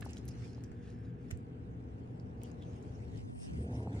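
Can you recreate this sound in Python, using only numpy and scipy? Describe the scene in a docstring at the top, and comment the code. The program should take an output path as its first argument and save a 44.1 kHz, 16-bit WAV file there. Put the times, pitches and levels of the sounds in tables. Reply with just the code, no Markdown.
"""Wet ticks and small plops, close to the microphone: a ferret licks at a thin plastic tub of water.
Films of water break, bubbles ring, the wall creaks and snaps, and hand, cloth and fur rub on it softly.
A hand then tilts the tub towards the animal. Behind it all, in the room, a fan rumbles and hums.
Near the end the rumble grows, turns hollow between the ears and settles in the centre."""
import sys
import numpy as np
from scipy import signal
from scipy.fft import rfft, irfft
from scipy.io import wavfile
from scipy.ndimage import map_coordinates

SR = 44100
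rng = np.random.default_rng(int(sys.argv[2]) if len(sys.argv) > 2 else 0)


def persist_wave(psi):
    """Save psi, clipped to +-1, as 16-bit WAV."""
    counts = np.round(np.clip(psi, -1, 1) * 32767).astype(np.int16)
    wavfile.write(sys.argv[1], SR, np.atleast_2d(counts).T)


N = 176400

# wet ticks of tongue, drops and plastic: t/s, relative level/dB, resonance f/Hz, left-right/dB
TICKS = [(.0086,-43,9800,1),(.0462,-56,9600,0),(0.0525,-48.5,9800,2),(0.0564,-52,5660,-5),(.093,-63,5040,-28),(0.107,-50.5,8550,-4),(0.1328,-45,6200,-2),(.162,-57,5660,-2),(0.1694,-44,3660,-2),(0.178,-50,5640,-4),(0.183,-50,6700,-4),(0.253,-49,10900,6),(0.279,-48.5,5500,-8),(0.2835,-42,10100,1),(0.2881,-46,5600,-5),(0.532,-56,5200,-4),(0.5474,-57.5,5100,0),(.643,-55,6300,1),(0.902,-57,6100,0),(1.3734,-53.5,8700,.5),(2.1978,-57.5,4700,-5),(2.417,-53.5,2840,-10),(2.5154,-56,6750,-3),(2.624,-50.5,3440,-1),(2.826,-56,6550,-10),(3.157,-57.5,4500,-3),(3.176,-54,5100,-2)]
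# bubbles in the water: t/s, level/dB, f/Hz, decay/s
PLOPS = [(.048,-45.5,1470,.002),(.063,-38,790,0.0017),(0.58,-46,770,0.00084),(3.804,-49,910,0.0033),(3.8726,-36,774,0.0026)]
# modes of the creaking wall: f/Hz, relative level/dB, decay/s
WALL_MODES = [(1490,-21,0.002),(1670,1,0.0028),(2120,-0.5,.0009),(2610,-6.5,0.0024),(3100,-6,0.00068),(3760,-11,0.0009)]
# snaps of the tub wall: t/s, level/dB, decay/s, tilt/(dB per octave)
SNAPS = [(0.6381,-48.5,0.00089,1),(0.7154,-43,0.003,-6),(1.304,-49.5,0.0076,-2.5),(1.3104,-40,0.0026,-0.5),(2.4343,-39,0.00066,12),(3.1465,-48,0.002,-6.5)]
# spectrum of a snap before its tilt: f/Hz, level/dB
SNAP_SPECTRUM = [(200,-22),(600,3),(1000,-22.5),(1500,3.5),(2200,1),(4000,-14),(7000,1),(9000,-4.5),(15000,-17)]
# handling bumps: t/s, level/dB, f/Hz, decay/s, left gain, right gain
BUMPS = [(1.326,-28,87,0.022,0.16,1)]
# scrapes on the plastic: t/s, length/s, level/dB, resonance f/Hz
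SCRAPES = [(0.303,0.026,-65.5,5240),(0.636,0.015,-65.5,5400),(.3,1.12,-76.5,1680),(0.794,0.27,-84.5,5240),(.38,0.16,-70.5,5200),(2.429,0.041,-68,3000),(2.612,0.033,-66,3300),(2.637,0.11,-77,6140),(2.92,0.063,-75,5660),(3.388,0.097,-66.5,5300),(3.73,0.045,-69,5500),(3.917,0.029,-71.5,3580)]
# spectrum of the rubbing: f/Hz, level/dB
RUB_SPECTRUM = [(400,1.5),(1500,10),(2500,10),(3800,4.5),(5500,4),(7500,0.5),(10000,-4.5),(12000,-25),(15000,-43)]
# strength of the rubbing: t/s, level/dB
RUB_LEVEL = [(0,-68.5),(.1,-62),(.23,-73),(.32,-68.5),(.45,-63),(.53,-72),(.77,-78),(.89,-69),(.98,-78),(1.05,-74.5),(1.14,-83.5),(1.3,-73),(1.45,-81.5),(2,-78),(2.38,-80),(2.45,-66.5),(2.56,-75.5),(2.72,-70),(2.9,-71.5),(3.12,-71),(3.18,-64),(3.26,-71),(3.35,-73),(3.44,-61),(3.53,-66),(3.68,-72),(3.77,-64.5),(3.88,-74),(4,-60.5)]
# width of the rubbing: t/s, left-right correlation
RUB_LIKENESS = [(0,-0.96),(1.1,1),(1.5,-0.4),(2.7,0.16),(3.3,-0.78),(4,-0.43)]
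# spectrum of a thin, high hiss: f/Hz, level/dB
HISS_SPECTRUM = [(3000,-56),(5200,9.5),(7700,-6),(8150,21),(9300,15.5),(10500,7.5),(12000,-20),(15000,-33)]
# its spurts near the end: t/s, level/dB
HISS_LEVEL = [(2.4,-116),(3.2,-93),(3.33,-76.5),(3.42,-62),(3.52,-83),(3.63,-67.5),(3.69,-86),(3.79,-71.5),(3.89,-88)]
# spectrum of the fan's rumble: f/Hz, level/dB
FAN_SPECTRUM = [(20,-26),(36,-16.5),(50,-14.5),(63,-1),(75,2),(86,-4.5),(103,3),(128,1),(147,-11),(170,0.5),(188,-12.5),(204,-2.5),(222,-8.5),(240,-6.5),(268,-3.5),(290,-13),(430,-13),(490,-16),(540,-28),(760,-28),(1050,-39),(1550,-33.5),(1900,-36.5),(2800,-42.5),(4000,-54),(7000,-100),(10000,-67.5),(15000,-75)]
# strength of the rumble: t/s, level/dB
FAN_LEVEL = [(0,-45),(.3,-44.5),(.6,-46.5),(1.1,-46),(3.1,-45),(3.43,-44.5),(3.55,-40.5),(4,-38)]
# the fan's lean to the left: f/Hz, left-right/dB
FAN_BALANCE = [(60,1.3),(130,1.8),(250,2.6),(400,4.2),(700,1.8),(1300,0),(3000,-2)]
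# tones of the mains hum: f/Hz, level/dB
HUM_TONES = [(120,-55),(241,-58.5),(300,-64.5),(479.3,-66)]
# spectrum of a low rush: f/Hz, level/dB
RUSH_SPECTRUM = [(200,-17.5),(450,9),(750,8),(1100,-4),(1800,-33),(4000,-58.5)]
# its swell as the tub tilts: t/s, level/dB
RUSH_LEVEL = [(0,-63.5),(.9,-76.5),(1.3,-70.5),(2.2,-62),(2.8,-58),(3.1,-61.5),(3.45,-58),(3.75,-54.5),(4,-56.5)]
# edge between the fan's bass and upper band: t/s, f/Hz, correlation above it (limited to -1 in use)
BASS_EDGE = [(0,473,0.3),(.6,473,0.41),(1.3,508,-0.25),(2.601,514,-0.49),(3.1,517,-0.54),(3.26,420,-0.94),(3.38,261,-0.99),(3.54,350,-0.92),(3.62,670,-1.12),(3.75,1050,-1.28)]
# width of the fan below that edge: t/s, left-right correlation
BASS_LIKENESS = [(3.05,.9),(3.26,.4),(3.37,-.2),(3.43,-.95),(3.52,.6),(3.6,1)]
# spectrum of the room's diffuse air: f/Hz, level/dB
AIR_SPECTRUM = [(350,-24.5),(600,9.5),(1100,2.5),(1500,-3.5),(2000,-38)]
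# lead of near sounds at the left microphone port: f/Hz, phase/rad
PORT_PHASE = [(1500,0.084),(5500,0.99),(8000,2.08),(10000,1.94),(13000,1.94)]

TICK_TOP_HZ, GRAINS_PER_S = 8950, 720
OPPOSED = np.array([[1], [-1]])  # left and right in opposite sign


def ticks():
    """Each breaking film of water rings one short resonance over a broad splash, then crackles briefly."""
    trim_db, full_splash_db, decay_s = -2.5, -43.5, .0014
    out, f = 0, freqs()
    splash = undb(-13) * f / np.hypot(f, 1200) / np.hypot(1, (f / TICK_TOP_HZ) ** 4)
    for start, db, hz, pan_db in TICKS:
        wetness = undb(min(db - full_splash_db, 0))  # weaker ticks splash less
        colour = np.hypot(resonance(hz, width=.3), splash * wetness)
        burst = unit(filtered(pair(0.91), colour))
        crackle = blow(start, attack=decay_s, decay=.007) * undb(-16 + 1.5 * grain(GRAINS_PER_S))
        envelope = np.hypot(blow(start, attack=.0005, decay=decay_s), crackle)
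        out = out + burst * envelope * undb(db + trim_db) * pan(pan_db)
    return out


def plops():
    """Small, quickly damped bubbles ring and rise slightly in pitch."""
    out, rise_per_s = 0, 2.8
    for start, db, hz, decay in PLOPS:
        t = since(start)
        bubble = np.sin(2 * np.pi * hz * t * (1 + rise_per_s * t))
        out = out + undb(db) * blow(start, attack=.0008, decay=decay) * bubble
    return lowpass(out, hz=1350, order=6)


def creak():
    """A quick run of growing slips rings the tub wall, right of centre."""
    start_s, length_s, slips_per_s, growth_db = .0212, .0075, 640, 8
    slips = np.arange(0, length_s, 1 / slips_per_s)
    out = 0
    for slip, (jitter, scatter_db) in zip(slips, rng.standard_normal((len(slips), 2))):
        t = since(start_s + slip + 0.099 * jitter / slips_per_s)
        ring = sum(undb(db) * np.exp(-np.minimum(t / decay, 20)) * np.sin(2 * np.pi * hz * t)
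                   for hz, db, decay in WALL_MODES)
        out = out + ring * undb(-53.5 + growth_db * slip / length_s + scatter_db)
    return lowpass(out, TICK_TOP_HZ, order=4) * pan(db=-6)


def snaps():
    """The thin wall buckles with a dry crack; the longer ones build more slowly."""
    out, colour, octaves = 0, shape(SNAP_SPECTRUM), np.log2(freqs())
    for start, db, decay, tilt in SNAPS:
        crack = noise(likeness=-0.68, db=colour + tilt * octaves)
        out = out + crack * blow(start, decay / 2, decay) * undb(db)
    return out


def bumps():
    """Handling gives a dull thud, mostly in the right channel."""
    out = 0
    for start, db, hz, decay, left, right in BUMPS:
        thud = -np.sin(2 * np.pi * hz * since(start)) * blow(start, attack=0.003, decay=decay)
        out = out + undb(db) * thud * np.array([[left], [right]])
    return out


def scrapes():
    """Uneven slips swell and fade in one resonance of the plastic."""
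    out = 0
    for start, length, db, hz in SCRAPES:
        slips = pair(0.83) * undb(1.5 * grain(per_s=500))
        ring = unit(filtered(slips, resonance(hz, width=0.17)))
        swell = np.sin(np.pi * np.minimum(since(start) / length, 1))
        out = out + ring * undb(db) * swell
    return out * pan(db=-3.8)


def rubbing():
    """Grainy friction of hand, cloth and fur on the tub; near the end a thin hiss on the left."""
    friction = pair(curve(RUB_LIKENESS)) * undb(2.5 * grain(GRAINS_PER_S))
    rub = unit(tint(friction, shape(RUB_SPECTRUM)))
    hiss = noise(likeness=1, db=shape(HISS_SPECTRUM)) * undb(curve(HISS_LEVEL))
    return wander(rub) * undb(curve(RUB_LEVEL)) * pan(db=-0.5) + hiss * pan(db=7)


def wander(x):
    """Resonances come and go as the contact shifts over the tub."""
    depth_db, patch_hz, patch_s = 3.5, 350, .035
    hz, t, spectra = signal.stft(x, SR, nperseg=1024)
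    places = np.meshgrid(hz / patch_hz, t / patch_s, indexing="ij")
    patches = map_coordinates(rng.standard_normal((len(hz), len(t))), places, mode="mirror")
    return signal.istft(spectra * undb(depth_db * patches), SR)[1][:, :N]


def fan():
    """The fan rumbles in the room's low resonances, with mains hum and a rush above them."""
    centred_at_s, centring_s = 3.3, 0.095
    rumble = noise(likeness=0, db=shape(FAN_SPECTRUM)) * undb(curve(FAN_LEVEL))
    rush = noise(likeness=0, db=shape(RUSH_SPECTRUM)) * undb(curve(RUSH_LEVEL))
    hum = sum(np.sqrt(2) * undb(db) * np.sin(2 * np.pi * (hz * since(0) + rng.random((2, 1))))
              for hz, db in HUM_TONES)
    centred = spread(rumble + rush + hum)
    leaning = tint(centred, OPPOSED * shape(FAN_BALANCE) / 2)
    lean = np.clip((centred_at_s - since(0)) / centring_s, 0, 1)
    return lean * leaning + (1 - lean) * centred


def spread(x):
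    """Set the stereo width below and above a moving edge; opposed channels sound hollow."""
    hz, t, spectra = signal.stft(x, SR, nperseg=1024)
    when, edge, above = np.array(BASS_EDGE).T
    edge, above = np.interp(t, when, edge), np.interp(t, when, above)
    below = np.interp(t, *np.array(BASS_LIKENESS).T)
    bass = 1 / (1 + (hz[:, None] / edge) ** 20)
    likeness = np.clip(bass * below + (1 - bass) * above, -1, 1)
    shares = np.sqrt(np.array([1 + likeness, 1 - likeness]) / 2)
    mid, side = signal.istft(spectra * shares, SR)[1][:, :N]
    return np.array([mid + side, mid - side])


def air():
    """A wide, steady midrange rush, and the wide top of the rubbing."""
    steady = unit(tint(rng.standard_normal(N), shape(AIR_SPECTRUM))) * undb(-67.5)
    sheen = unit(filtered(rng.standard_normal(N), resonance(hz=14200, width=0.092)))
    rub_db = curve(RUB_LEVEL)
    sheen_db = rub_db - 16.5 + np.minimum(rub_db + 79.5, 0)  # the faintest rubbing is duller
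    return (steady + sheen * undb(sheen_db)) * OPPOSED


def room(close):
    """The room answers the near sounds with a short, dull tail."""
    tail = lowpass(pair(0), hz=6500, order=4) * blow(0.00098, attack=0.00093, decay=0.025)
    return signal.fftconvolve(close, unit(tail) / np.sqrt(N), axes=1)[:, :N]


def ports(x):
    """Near sounds reach the left microphone port first."""
    return filtered(x, np.exp(.5j * shape(PORT_PHASE) * OPPOSED))


def undb(db):
    """Decibels to gain."""
    return 10 ** (np.asarray(db) / 20)


def unit(x):
    """Scale to rms 1."""
    return x / np.sqrt(np.mean(x ** 2))


def pan(db):
    """Left and right gains for a left-right difference."""
    return undb(OPPOSED * db / 2)


def since(start):
    """Seconds since a start, zero before it."""
    return np.maximum(np.arange(N) / SR - start, 0)


def curve(rows):
    """A table's points joined by straight lines in time."""
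    return np.interp(since(0), *np.array(rows).T)


def blow(start, attack, decay):
    """A linear attack and an exponential decay, times in seconds."""
    t = since(start)
    return np.minimum(t / attack, 1) * np.exp(-np.clip((t - attack) / decay, 0, 40))


def freqs():
    """The frequency axis, from 1 Hz."""
    return np.maximum(np.arange(N // 2 + 1) * SR / N, 1)


def shape(points):
    """A table's points joined over log frequency."""
    hz, values = np.array(points).T
    return np.interp(np.log(freqs()), np.log(hz), values)


def resonance(hz, width):
    """The gain of a peak at hz; width is relative to hz."""
    return 1 / (1 + ((freqs() / hz - hz / freqs()) / width) ** 2)


def filtered(x, gain):
    """Apply a gain at each frequency."""
    return irfft(rfft(x) * gain, N)


def tint(x, db):
    """Filter by a dB curve."""
    return filtered(x, undb(db))


def lowpass(x, hz, order):
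    """Roll off the treble."""
    return filtered(x, 1 / np.hypot(1, (freqs() / hz) ** order))


def pair(likeness):
    """Left and right white noise with a given correlation."""
    mid, side = rng.standard_normal((2, N))
    return np.sqrt((1 + likeness) / 2) * mid + np.sqrt((1 - likeness) / 2) * side * OPPOSED


def noise(likeness, db):
    """Stereo noise coloured by a dB curve, at rms 1."""
    return unit(tint(pair(likeness), db))


def grain(per_s):
    """Random flicker at a given rate."""
    return np.interp(since(0) * per_s, np.arange(N), rng.standard_normal(N))


def scene():
    """The tub close to the microphone, the room and its fan behind."""
    close = ports(ticks() + scrapes()) + plops() + creak() + snaps()
    return close + undb(-14) * room(close) + bumps() + ports(rubbing()) + fan() + air()


def record(dry):
    """The recorder cuts the top above 15.8 kHz."""
    return signal.sosfilt(signal.ellip(8, .2, 70, 15800, fs=SR, output="sos"), dry)


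dry = scene()
out = record(dry)
persist_wave(out)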